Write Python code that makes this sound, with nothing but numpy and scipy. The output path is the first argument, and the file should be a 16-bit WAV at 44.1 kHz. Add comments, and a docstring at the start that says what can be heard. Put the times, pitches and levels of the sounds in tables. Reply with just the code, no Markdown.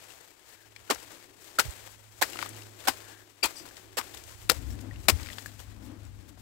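"""Leafy hillside: a machete chops into the soft, wet trunk of a fallen plant.
Each blow is a short run of tearing noise bursts with resonant tones; fibres snap as damped sines with clicks.
Leaves rustle as ticking hiss, soft thumps swell, some gliding in pitch, and the blade sings once as driven modes.
Behind: wind noise on the microphone ports, a faint hum near 100 Hz with a rough band above, and a far call.
The left port is brighter in leaves and snaps, and lacks bass on near sounds at first.
"""
import sys
import numpy as np
from scipy import signal
from scipy.fft import rfft, irfft
from scipy.io import wavfile
from scipy.ndimage import uniform_filter1d

SR = 44100
rng = np.random.default_rng(int(sys.argv[2]) if len(sys.argv) > 2 else 0)


def unload_wav(signal):
    """Save mono or channel-first audio to the path in sys.argv[1] as 16-bit WAV at rate SR, clipped to [-1, 1]."""
    wavfile.write(
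        sys.argv[1],
        SR,
        np.round(np.clip(np.atleast_2d(signal).T, -1, 1) * 32767).astype(np.int16),
    )


N = 282681

LEFT_BASS_CUT_HZ, LEFT_BASS_BACK_S = 270, 4.45   # near sounds on the left port are high-passed until then


def from_db(db):
    """Amplitude gain of a level in dB."""
    return 10 ** (np.asarray(db) / 20)


def rms_one(x):
    """Scale to rms 1."""
    return x / np.sqrt(np.mean(x ** 2) + 1e-20)


def in_time(rows):
    """Curve columns interpolated at every sample; the first column is time in s."""
    time_s, *columns = np.transpose(rows)
    return [np.interp(np.arange(N) / SR, time_s, column) for column in columns]


def at_hz(points, hz):
    """Curve value in dB, interpolated on a log-frequency axis."""
    point_hz, point_db = np.transpose(points)
    return np.interp(np.log(hz), np.log(point_hz), point_db)


def sides(left_right_db):
    """Left and right gains of constant total power."""
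    left_power = 1 / (1 + from_db(-2 * left_right_db))
    return np.sqrt(2 * np.array([left_power, 1 - left_power]))


def by_port(pan_db):
    """Left-right dB at every sample: first value before the left bass is back, second after."""
    change_s = [LEFT_BASS_BACK_S - .04, LEFT_BASS_BACK_S + .04]
    return np.interp(np.arange(N) / SR, change_s, pan_db)


def drift(rate_hz):
    """Slow random curve of rms 1: noise through a double pole, computed every 40 samples."""
    pole = np.exp(-80 * np.pi * rate_hz / SR)
    white = rng.standard_normal(N // 40 + 2002)
    slow = signal.lfilter([1], [1, -2 * pole, pole * pole], white)[2000:]   # settled part
    return np.interp(np.arange(N) / 40, np.arange(len(slow)), rms_one(slow))


def coloured(white, gain_db_at):
    """Noise given a spectrum, rms 1."""
    size = white.shape[-1]
    hz = np.maximum(np.fft.rfftfreq(size, 1 / SR), 10)
    return rms_one(irfft(rfft(white) * from_db(gain_db_at(hz)), size))


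def resonance(x, hz, width_hz):
    """Two-pole resonance, about unit gain at its peak."""
    r = np.exp(-np.pi * width_hz / SR)
    poles = [1, -2 * r * np.cos(2 * np.pi * hz / SR), r * r]
    return signal.lfilter([(1 - r * r) / 2, 0, (r * r - 1) / 2], poles, x)


def resonance_twice(x, hz, width_hz):
    """Two equal resonances in series: steeper skirts; width_hz is that of each."""
    return resonance(resonance(x, hz, width_hz), hz, width_hz)


# hum: time_s, level_db
HUM_LEVEL = [(0, -67.5), (0.45, -82), (0.7, -64), (1.1, -68), (1.5, -72), (1.8, -61.5), (2.1, -59),
             (2.3, -62), (2.55, -49), (2.8, -59.5), (3.1, -60), (3.35, -70.5), (3.7, -68), (3.95, -63),
             (4.2, -65.5), (4.5, -49), (4.9, -44.5), (5.2, -53.5), (5.65, -51.5), (6.1, -48.5), (6.3, -60),
             (6.41, -53)]
HUM_HZ, SAG_FROM_S, SAG_HZ_PER_S = 107.1, 1.6, 1.3
HUM_WAVER_HZ, OCTAVE_DB, HUM_PAN_DB = 0.46, -21, (-9, 11.5)


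def hum():
    """A near-sine with a weak octave; it wavers and sags slowly in pitch."""
    level_db, = in_time(HUM_LEVEL)
    hz = HUM_HZ - SAG_HZ_PER_S * np.maximum(np.arange(N) / SR - SAG_FROM_S, 0)
    phase = 2 * np.pi * np.cumsum(hz + HUM_WAVER_HZ * drift(3.4)) / SR
    tone = np.sqrt(2) * (np.sin(phase) + from_db(OCTAVE_DB) * np.sin(2 * phase))
    return tone * from_db(level_db + 0.5 * drift(6.9)) * sides(by_port(HUM_PAN_DB))


# rough low band: time_s, level_db, centre_hz
DRONE_BAND = [(0, -71, 344.5), (0.8, -68, 358), (1.05, -62, 321.7), (1.52, -64, 366.3), (1.64, -54, 366.3),
              (1.75, -65.5, 330), (2.05, -70, 300), (2.25, -60.5, 370), (2.44, -54, 300.2),
              (2.9, -57, 360.1), (3.25, -65.5, 334), (3.65, -55.5, 320.2), (3.92, -62.5, 353),
              (4.12, -57, 325), (4.4, -63.5, 342.5), (4.73, -50, 262.3), (4.94, -52.5, 269.3),
              (5.04, -53, 335), (5.3, -60.5, 263.6), (5.8, -57.5, 259.3), (6.41, -51, 275)]
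DRONE_LUMPS_DB, DRONE_PAN_DB = 3.45, (6, 13)


def drone():
    """Slow noise on a moving carrier: a lumpy band, partly alike at both ports."""
    level_db, centre_hz = in_time(DRONE_BAND)
    white = rng.standard_normal((2, 3, N))   # cosine and sine parts; shared, left, right
    shared, own = white[:, :1], white[:, 1:]
    core = signal.butter(2, 55, fs=SR, output="sos")
    skirts = signal.butter(1, 300, fs=SR, output="sos")
    slow = signal.sosfilt(core, shared + 0.72 * own)
    slow += from_db(-10) * signal.sosfilt(skirts, own)
    turn = 2 * np.pi * np.cumsum(centre_hz) / SR
    band = rms_one(slow[0] * np.cos(turn) + slow[1] * np.sin(turn))
    return band * from_db(level_db + DRONE_LUMPS_DB * drift(3)) * sides(by_port(DRONE_PAN_DB))


# faint airy calls far off, perhaps a bird: start_s, length_s, level_db
FAR_CALLS = [(0.437, 0.28, -67.5), (1.7, 0.19, -66), (2.966, 0.3, -61)]
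CALL_HZ, CALL_WIDTH_HZ, CALL_PAN_DB = 1670, 260, 18


def far_call():
    """Narrow-band noise under a smooth swell."""
    swell = np.zeros(N)
    for start_s, length_s, level_db in FAR_CALLS:
        size = round(length_s * SR)
        swell[round(start_s * SR):][:size] = from_db(level_db) * np.sqrt(2 * np.hanning(size))
    air = rms_one(resonance_twice(rng.standard_normal(N), CALL_HZ, CALL_WIDTH_HZ))
    return swell * air * sides(CALL_PAN_DB)[:, None]


# wind on the ports: time_s, level_db (before WIND_GAIN_DB)
WIND_LEVEL = [(0, -86), (0.87, -75), (0.96, -64), (1.21, -85), (1.55, -74), (1.69, -55.5), (1.78, -72),
              (2.5, -69), (2.78, -82), (2.87, -59), (2.97, -71), (3.37, -82), (3.87, -71), (4.37, -63.5),
              (4.53, -51.5), (4.75, -46), (4.84, -59), (4.96, -46.5), (5.03, -55), (5.14, -43), (5.25, -52),
              (5.37, -65), (5.62, -57.5), (5.86, -59), (5.95, -65), (6.05, -55), (6.41, -62.5)]
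# wind spectrum: freq_hz, density_db (relative)
WIND_SPECTRUM = [(25, -49), (45, -7), (70, -2), (100, -7.5), (150, -20), (300, -33), (600, -65.5)]
WIND_GAIN_DB, WIND_LUMPS_DB, WIND_PAN_DB, WIND_PAN_DRIFT_DB = 8, 0.55, (-22, 15), 3.8


def wind():
    """Wind buffets the ports: lumpy low noise, its own at each."""
    level_db, = in_time(WIND_LEVEL)
    pan_db = by_port(WIND_PAN_DB) + WIND_PAN_DRIFT_DB * drift(3.2)   # balance wanders between ports
    lumps = from_db(WIND_LUMPS_DB * np.array([drift(8.3), drift(3.3)]))
    noise = coloured(rng.standard_normal((2, N)), lambda hz: at_hz(WIND_SPECTRUM, hz))
    return noise * lumps * from_db(level_db + WIND_GAIN_DB) * sides(pan_db)


# leaves brushed: peak_s, level_db, treble_rel_db, fall_10db_ms
LEAF_BRUSHES = [(0.02, -54.5, 1, 390), (0.11, -53, 0.5, 140), (0.505, -55.5, 3.5, 77),
                (0.87, -57, -0.5, 180), (1.121, -53, -2, 64), (1.45, -57.5, 10, 66), (1.55, -53, -1.5, 170),
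                (1.863, -58, 9, 8.4), (1.914, -66, 18, 21), (2.19, -61, 6, 240), (2.38, -50.5, 4, 62),
                (2.428, -43.5, -1, 100), (2.61, -54.5, 3.5, 130), (2.84, -50, 0.5, 143),
                (3.1, -49.5, -10, 65), (3.586, -60, 17, 24.7), (3.661, -48, 3, 11), (3.68, -50, -2, 14),
                (3.771, -53.5, 0.5, 115), (4.147, -49.5, 5, 19), (4.179, -50, 6.5, 15), (4.2, -52, 3, 19),
                (4.292, -53.5, 5, 74), (4.424, -54.5, 6.5, 61.6), (4.707, -63.5, 14.5, 33),
                (4.812, -60.5, 16.5, 12), (4.94, -52.5, -13, 64.6), (5.04, -56.5, 6.5, 47),
                (5.214, -46.5, 0, 77), (5.32, -48.5, 2, 93), (5.396, -54.5, 10, 35),
                (5.462, -49, 12.5, 8.7), (5.49, -54.5, 2, 70), (5.605, -50, 3.5, 32), (5.697, -57, -4, 79),
                (5.851, -61.5, 10, 37), (6.052, -59, -4, 40.4), (6.29, -64, 15.5, 10), (6.395, -66, 9, 30)]
BRUSH_RISE_SHARE = 0.75   # rise time / fall time
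STILL_DB, STILL_TREBLE_DB = -62, -1   # at rest
SHAKE_FALL_DB_PER_S, SHAKE_TREBLE_DB = 42.5, 1   # after each blow


def rustle_db():
    """Lower and upper leaf hiss levels: rest, fading shake after each blow and brushes, summed in power."""
    t = np.arange(0, N, 64) / SR

    def two_bands(treble_db):
        return np.array([[0], [treble_db]])

    power = from_db(2 * (STILL_DB + two_bands(STILL_TREBLE_DB))) + 0 * t
    for start_s, *_, shake_db in CHOPS:
        fading_db = shake_db - SHAKE_FALL_DB_PER_S * np.abs(t - start_s)
        power += (t > start_s) * from_db(2 * (fading_db + two_bands(SHAKE_TREBLE_DB)))
    for peak_s, level_db, treble_db, fall_ms in LEAF_BRUSHES:
        away_s = np.maximum(t - peak_s, (peak_s - t) / BRUSH_RISE_SHARE)
        power += from_db(2 * (level_db - 10000 * away_s / fall_ms + two_bands(treble_db)))
    return [np.interp(np.arange(N) / SR, t, 10 * np.log10(p)) for p in power]


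# leaf hiss spectrum: freq_hz, density_db (relative)
LEAF_SPECTRUM = [(150, -8), (290, -14), (460, -8.5), (900, -11), (1250, -13), (1650, -11), (2040, -12),
                 (6000, -16.5), (7800, -14), (9500, -21), (13000, -20.5), (15700, -22.5), (16000, -45)]
# diffuse sound at the ports: freq_hz, left_right_db
DIFFUSE_BALANCE = [(200, 6.5), (400, 7.5), (700, 16), (1500, 15.5), (3000, 15), (5000, 11.5), (8500, 18.5),
                   (11000, 12), (15000, 10)]
LEAF_SPLIT_HZ, LEAF_GAIN_DB = 4500, 2   # gain on top of the rustle levels


def leaves(patchy_db, shared_db, ticks_per_s, ticks_db):
    """Hiss with small ticks, unrelated at the two ports; ticks come thicker when the leaves move."""
    low_db, high_db = rustle_db()
    hz = np.maximum(np.fft.rfftfreq(N, 1 / SR), 10)
    rate_per_s = ticks_per_s * from_db(.6 * (low_db - STILL_DB))   # ticks_per_s holds at rest
    strength_db = ticks_db + 3.5 * np.minimum(rng.exponential(1, N), 3)
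    ticks = (rng.random(N) < rate_per_s / SR) * from_db(strength_db)
    grains = 1 + signal.lfilter([1], [1, -.975], ticks)   # each tick lifts the hiss for about 1 ms
    noise = coloured(rng.standard_normal((2, N)) * grains, lambda f: at_hz(LEAF_SPECTRUM, f))
    hiss = rfft(noise) * sides(at_hz(DIFFUSE_BALANCE, hz))
    upper = 1 / (1 + (LEAF_SPLIT_HZ / hz) ** 2)
    low, high = irfft(hiss * (1 - upper), N), irfft(hiss * upper, N)
    low *= from_db(low_db + patchy_db * drift(18))
    high *= from_db(high_db + 0.53 * patchy_db * drift(14))
    return from_db(LEAF_GAIN_DB + shared_db * drift(34)) * (low + high)


# soft thumps, from the trunk under a blow or a gust on one port:
# start_s, peak_db, first_hz, last_hz, left_right_db, length_ms
SOFT_THUMPS = [(0.902, -35, 248, 254, 1, 31), (1.588, -35, 415, 395, -7, 20),
               (1.648, -32, 117, 102, -41, 28.6), (1.671, -30, 100.5, 55, -35, 40),
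               (2.219, -50, 316, 330, 2, 29), (2.874, -46, 280, 280, -2, 53),
               (3.436, -35, 287, 287, -5, 23), (3.44, -43, 70.4, 50, -16, 41),
               (3.975, -50, 237, 233, -13, 42), (4.499, -35, 345.8, 344, 6, 25.8),
               (4.641, -29.5, 78, 61.5, 25, 80), (4.901, -44, 59.74, 59.1, 6, 106),
               (5.086, -29.5, 390, 376, 11, 21.3), (5.11, -21.5, 98, 65, 26, 61)]


def thumps():
    """A few cycles under a smooth swell, some gliding in pitch, others steady, in step at both ports."""
    out = np.zeros((2, N))
    for start_s, peak_db, first_hz, last_hz, pan_db, length_ms in SOFT_THUMPS:
        size = round(length_ms / 1000 * SR)
        phase = 2 * np.pi * np.cumsum(np.linspace(first_hz, last_hz, size)) / SR
        pulse = np.cos(phase - phase[size // 2]) * np.hanning(size)
        at = round(start_s * SR)
        out[:, at:at + size] += from_db(peak_db) * sides(pan_db)[:, None] * pulse
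    return out


# modes of the blade: freq_hz, width_hz, level_db (relative)
BLADE_MODES = [(4170, 28, -11.5), (4860, 25, 4), (5250, 32, -4), (5700, 30, 1), (6070, 33, -3),
               (7140, 30, -15), (7700, 31, 0), (8230, 39, -4.5), (8810, 36, -8), (9400, 50, -6)]
# blade slides free: time_s, level_db (relative)
BLADE_SLIDE = [(3.545, -25), (3.565, -3), (3.595, -6), (3.605, -10), (3.64, -30)]
BLADE_PAN_DB = 21


def blade(level_db):
    """Friction noise keeps the steel's modes ringing while the blade slides free."""
    t = np.arange(N) / SR
    slide = from_db(in_time(BLADE_SLIDE)[0])
    slide = slide * (t > BLADE_SLIDE[0][0]) * (t < BLADE_SLIDE[-1][0])
    modes = np.zeros(N)
    for hz, width_hz, mode_db in BLADE_MODES:
        modes += from_db(mode_db) * rms_one(resonance(rng.standard_normal(N), hz, width_hz))
    return from_db(level_db) * slide * modes * sides(BLADE_PAN_DB)[:, None]


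# fibres and twigs that snap: start_s, ring_peak_db, pitch_hz, t60_ms
FIBRE_SNAPS = [(0.105, -39.5, 2780, 11.4), (0.7628, -33.5, 2350, 13), (0.9473, -33, 6000, 10),
               (0.9592, -36, 910, 10.5), (1.708, -34.5, 8000, 13), (1.851, -51, 1770, 10),
               (2.324, -34.5, 7550, 14), (2.332, -35, 2890, 11), (2.3402, -35, 2760, 13),
               (2.358, -32, 1290, 14), (2.3712, -34, 2400, 10.6), (2.39, -29, 1500, 9.2),
               (2.407, -39, 3000, 20), (2.4155, -33.5, 2240, 10), (2.4264, -24, 970, 10),
               (2.4344, -34, 3700, 13), (2.4602, -31, 1210, 14), (2.491, -37.5, 8800, 10),
               (2.6209, -37, 2805, 12.5), (3.0679, -45, 1490, 14), (3.6546, -39.5, 1490, 13),
               (3.6874, -46, 5900, 8), (3.71, -42, 1670, 17), (3.7683, -44, 3170, 8.3),
               (4.0136, -30, 1620, 11.4), (4.1411, -36, 3700, 13), (4.173, -43, 2870, 8.9),
               (4.238, -44.5, 6500, 8), (4.705, -50, 5600, 120), (4.7901, -40.5, 1860, 12),
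               (4.9106, -38, 1900, 35), (4.9594, -40.5, 2800, 15), (5.1983, -36, 1232, 11),
               (5.231, -38, 4044, 9.3), (5.2606, -38, 2200, 9.7), (5.2697, -33, 2400, 13),
               (5.278, -45, 3800, 12), (5.2876, -32, 2070, 12), (5.3014, -31, 1970, 12.5),
               (5.3307, -34.5, 3340, 12), (5.384, -27, 1850, 11.4), (5.4599, -28.5, 1698, 21),
               (5.5942, -41, 3254, 14), (6.0515, -46, 7870, 12), (6.3752, -43, 790, 14)]
SNAP_PAN_DB = 24
CLICK_DB, PUFF_DB = -3, -6   # against a ring of t60 12 ms
PURER_DB_PER_MS = 2.3   # longer rings carry less click and puff


def snaps(above, spread):
    """Each snap: a short ring at its own pitch, a hard broad click and a puff of leaf noise."""
    size = 4096
    out = np.zeros((2, N + size))
    t = np.arange(size) / SR
    for start_s, level_db, pitch_hz, t60_ms in FIBRE_SNAPS:
        click_db, puff_db = np.array([CLICK_DB, PUFF_DB]) - PURER_DB_PER_MS * (t60_ms - 12)
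        dying = from_db(-60000 * t / t60_ms)
        ring = np.sin(2 * np.pi * pitch_hz * t) * dying

        def puff_spectrum(f):
            slope_db = np.where(f < pitch_hz, 12.5, 3.5)   # per octave away from the pitch
            return at_hz(TEAR_SPECTRUM, f) - slope_db * np.abs(np.log2(f / pitch_hz))

        puff = coloured(rng.standard_normal((2, size)), puff_spectrum) * dying ** 0.4
        click_hz = min(above * pitch_hz, 9000)   # the break is far more damped than the ring
        click = resonance_twice(1. * (t == 0), click_hz, spread * click_hz)
        sound = ring + from_db(click_db) * click / click.max() + from_db(puff_db) * puff
        at = round(start_s * SR)
        out[:, at:at + size] += from_db(level_db) * sides(SNAP_PAN_DB)[:, None] * sound
    return out[:, :N]


# tearing noise spectrum: freq_hz, density_db (relative)
TEAR_SPECTRUM = [(88, -53), (150, 5), (1260, 1.5), (2810, -3.5), (3420, -5), (5150, -4.5), (6260, -11),
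                 (7620, -6.5), (9440, -14), (12900, -14.5), (16000, -20)]
# right port on blows: freq_hz, gain_db (relative)
RIGHT_PORT_SPECTRUM = [(200, -16.5), (500, 2), (1500, -4), (4000, -2), (9000, -2), (12000, 1), (16000, 2)]
# blows, a first burst (mostly leaning right), then a second leaning left:
# start_s, first_db, first_t60_ms, first_knock_hz, second_delay_ms, second_db,
# second_rise_ms, second_t60_ms, second_knock_hz, tilt_db_per_octave, leaf_shake_db
CHOPS = [(0.9, -20, 29, 394, 6.0, -19, 3.1, 69, 930, 0.05, -46),
         (1.5864, -21, 56, 470, 8.2, -14.5, 1.1, 58, 1550, 2.5, -43),
         (2.2128, -26.5, 31, 820, 10.4, -18, 0.44, 65, 840, 1.7, -42),
         (2.8727, -22.5, 56, 730, 7.2, -18, 3.8, 76, 950, 1.4, -46),
         (3.431, -24, 64, 426, 8.0, -20.5, 1.3, 104, 820, 1.8, -46.5),
         (3.97, -28, 59, 440, 4.7, -25.5, 7.2, 37, 1327, 1.5, -47),
         (4.492, -25, 7.8, 3000, 4.0, -10.5, 2.76, 25, 1490, 2.5, -48.5),
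         (5.083, -12, 68, 2010, 12, -15, 4.8, 25, 2580, 2.34, -49.5)]
# edge tears on within a blow: start_s, level_db, left_right_db, t60_ms, tilt_db_per_octave, knock_hz
TEARS_ON = [(2.218, -19, -10, 39, 1.5, 930), (3.455, -22.5, 27, 30, 5, 1020),
            (3.984, -23.5, 16, 66, 1.6, 1030), (4.508, -22.5, 15, 53, 0.5, 517),
            (4.517, -24, 19, 16.5, 5, 735)]
# short pitched tones swelling up just ahead of or within the blows:
# start_s, level_db, pitch_hz, width_hz, rise_ms, t60_ms
PITCHED_TONES = [(0.894, -34, 1440, 120, 7.1, 31), (1.584, -17, 1450, 111, 6.6, 18),
                 (1.585, -34, 1740, 200, 2.9, 30), (2.2245, -20.5, 1730, 600, 0.93, 54),
                 (2.868, -23, 776, 89, 19.5, 7.3), (2.869, -28, 1520, 160, 22, 21),
                 (3.427, -23.5, 2490, 150, 6, 64), (3.429, -20.5, 4680, 249.5, 2.9, 57),
                 (3.436, -31.5, 3200, 250, 4.6, 110), (3.439, -29, 4300, 200, 4, 63),
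                 (4.4971, -16, 4500, 900, 4.7, 7.2), (5.084, -16.5, 3990, 900, 2.5, 14),
                 (5.085, -20.5, 940, 500, 2.1, 27)]
# *_KNOCK_DB against its tear, TRUNK_DB (low thud) against the first burst
FIRST_RISE_MS, FIRST_KNOCK_DB, FIRST_PAN_DB = 2.4, -11, (-17, 20)   # pan before, after left bass is back
TRUNK_HZ, TRUNK_WIDTH_HZ, TRUNK_DB, TRUNK_RISE_MS, TRUNK_PAN_DB = 268, 200, -18.5, 8.6, -3.5
SECOND_KNOCK_DB, SECOND_PAN_DB = -15.5, 17
LATE_RISE_MS, LATE_KNOCK_DB = 1.4, -6.5
TONE_PAN_DB, KNOCK_WIDTH_SHARE = 17, 0.61   # share: width / pitch


def blows(crackle_db, alike, tail_db, tail_t60_ms):
    """The edge tears wet fibres: crackling noise that swells and dies, plus a knock of the trunk."""
    size = 16384
    out = np.zeros((2, N))
    ms = np.arange(size) / SR * 1000

    def add(start_s, tear_db, knock_db, pan_db, rise_ms, t60_ms, tilt, knock_hz, width_hz):
        """Add one burst: a tear and a resonance driven by the same noise."""
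        white = rng.standard_normal((3, size))
        white = np.sqrt(alike) * white[0] + np.sqrt(1 - alike) * white[1:]
        uneven = 4 * uniform_filter1d(rng.standard_normal(size), size=16)   # spread about 1
        white *= from_db(crackle_db * uneven)   # fibres part unevenly

        def left_spectrum(hz):
            return at_hz(TEAR_SPECTRUM, hz) + tilt * np.log2(hz / 3000)

        def right_spectrum(hz):
            return left_spectrum(hz) + at_hz(RIGHT_PORT_SPECTRUM, hz)

        tear = np.array([coloured(white[0], left_spectrum), coloured(white[1], right_spectrum)])
        knock = rms_one(resonance_twice(white, knock_hz, width_hz))
        after_ms = np.maximum(ms - rise_ms, 0)
        swell = np.minimum(ms / rise_ms, 1) ** 0.5
        body = from_db(-60 * after_ms / t60_ms)
        tail = from_db(tail_db - 60 * after_ms / tail_t60_ms)   # foliage scatters a tail
        envelope = swell * body
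        # equal knock energy at each port before panning
        knock *= np.linalg.norm(envelope) / np.linalg.norm(envelope * knock, axis=1)[:, None]
        burst = from_db(tear_db) * tear * swell * (body + tail) + from_db(knock_db) * knock * envelope
        at = round(start_s * SR)
        out[:, at:at + size] += sides(pan_db)[:, None] * burst

    for start_s, db, t60_ms, hz, delay_ms, second_db, rise_ms, second_t60_ms, second_hz, tilt, _ in CHOPS:
        first_pan_db = FIRST_PAN_DB[start_s > LEFT_BASS_BACK_S]
        add(start_s, db, db + FIRST_KNOCK_DB, first_pan_db, FIRST_RISE_MS, t60_ms, tilt,
            hz, KNOCK_WIDTH_SHARE * hz)
        add(start_s, -np.inf, db + TRUNK_DB, TRUNK_PAN_DB, TRUNK_RISE_MS, t60_ms, 0,
            TRUNK_HZ, TRUNK_WIDTH_HZ)
        add(start_s + delay_ms / 1000, second_db, second_db + SECOND_KNOCK_DB, SECOND_PAN_DB, rise_ms,
            second_t60_ms, tilt, second_hz, KNOCK_WIDTH_SHARE * second_hz)
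    for start_s, db, pan_db, t60_ms, tilt, hz in TEARS_ON:
        add(start_s, db, db + LATE_KNOCK_DB, pan_db, LATE_RISE_MS, t60_ms, tilt,
            hz, KNOCK_WIDTH_SHARE * hz)
    for start_s, db, hz, width_hz, rise_ms, t60_ms in PITCHED_TONES:
        add(start_s, -np.inf, db, TONE_PAN_DB, rise_ms, t60_ms, 0, hz, width_hz)
    return out


def scene():
    """Hum, drone, far call, wind and thumps behind the near leaves, blade, snaps and blows."""
    far = hum() + drone() + far_call() + wind()
    near = leaves(patchy_db=0.55, shared_db=1.6, ticks_per_s=45, ticks_db=-5)
    near += blade(level_db=-51)
    near += snaps(above=1.2, spread=0.99)
    near += blows(crackle_db=0.75, alike=0.45, tail_db=-37, tail_t60_ms=640)
    bass_cut = signal.butter(4, LEFT_BASS_CUT_HZ, "high", fs=SR, output="sos")
    thin = signal.sosfilt(bass_cut, near[0])
    near[0] = np.where(np.arange(N) < LEFT_BASS_BACK_S * SR, thin, near[0])
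    return far + thumps() + near


CLIP_PEAK, STOPBAND_HZ, STOPBAND_DB = 0.86, 16800, 85


def record(dry):
    """Clip peaks under full scale, then low-pass steeply."""
    clipped = np.clip(dry, -CLIP_PEAK, CLIP_PEAK)
    low_pass = signal.cheby2(20, STOPBAND_DB, STOPBAND_HZ, fs=SR, output="sos")
    return signal.sosfilt(low_pass, clipped)


dry = scene()
out = record(dry)
unload_wav(out)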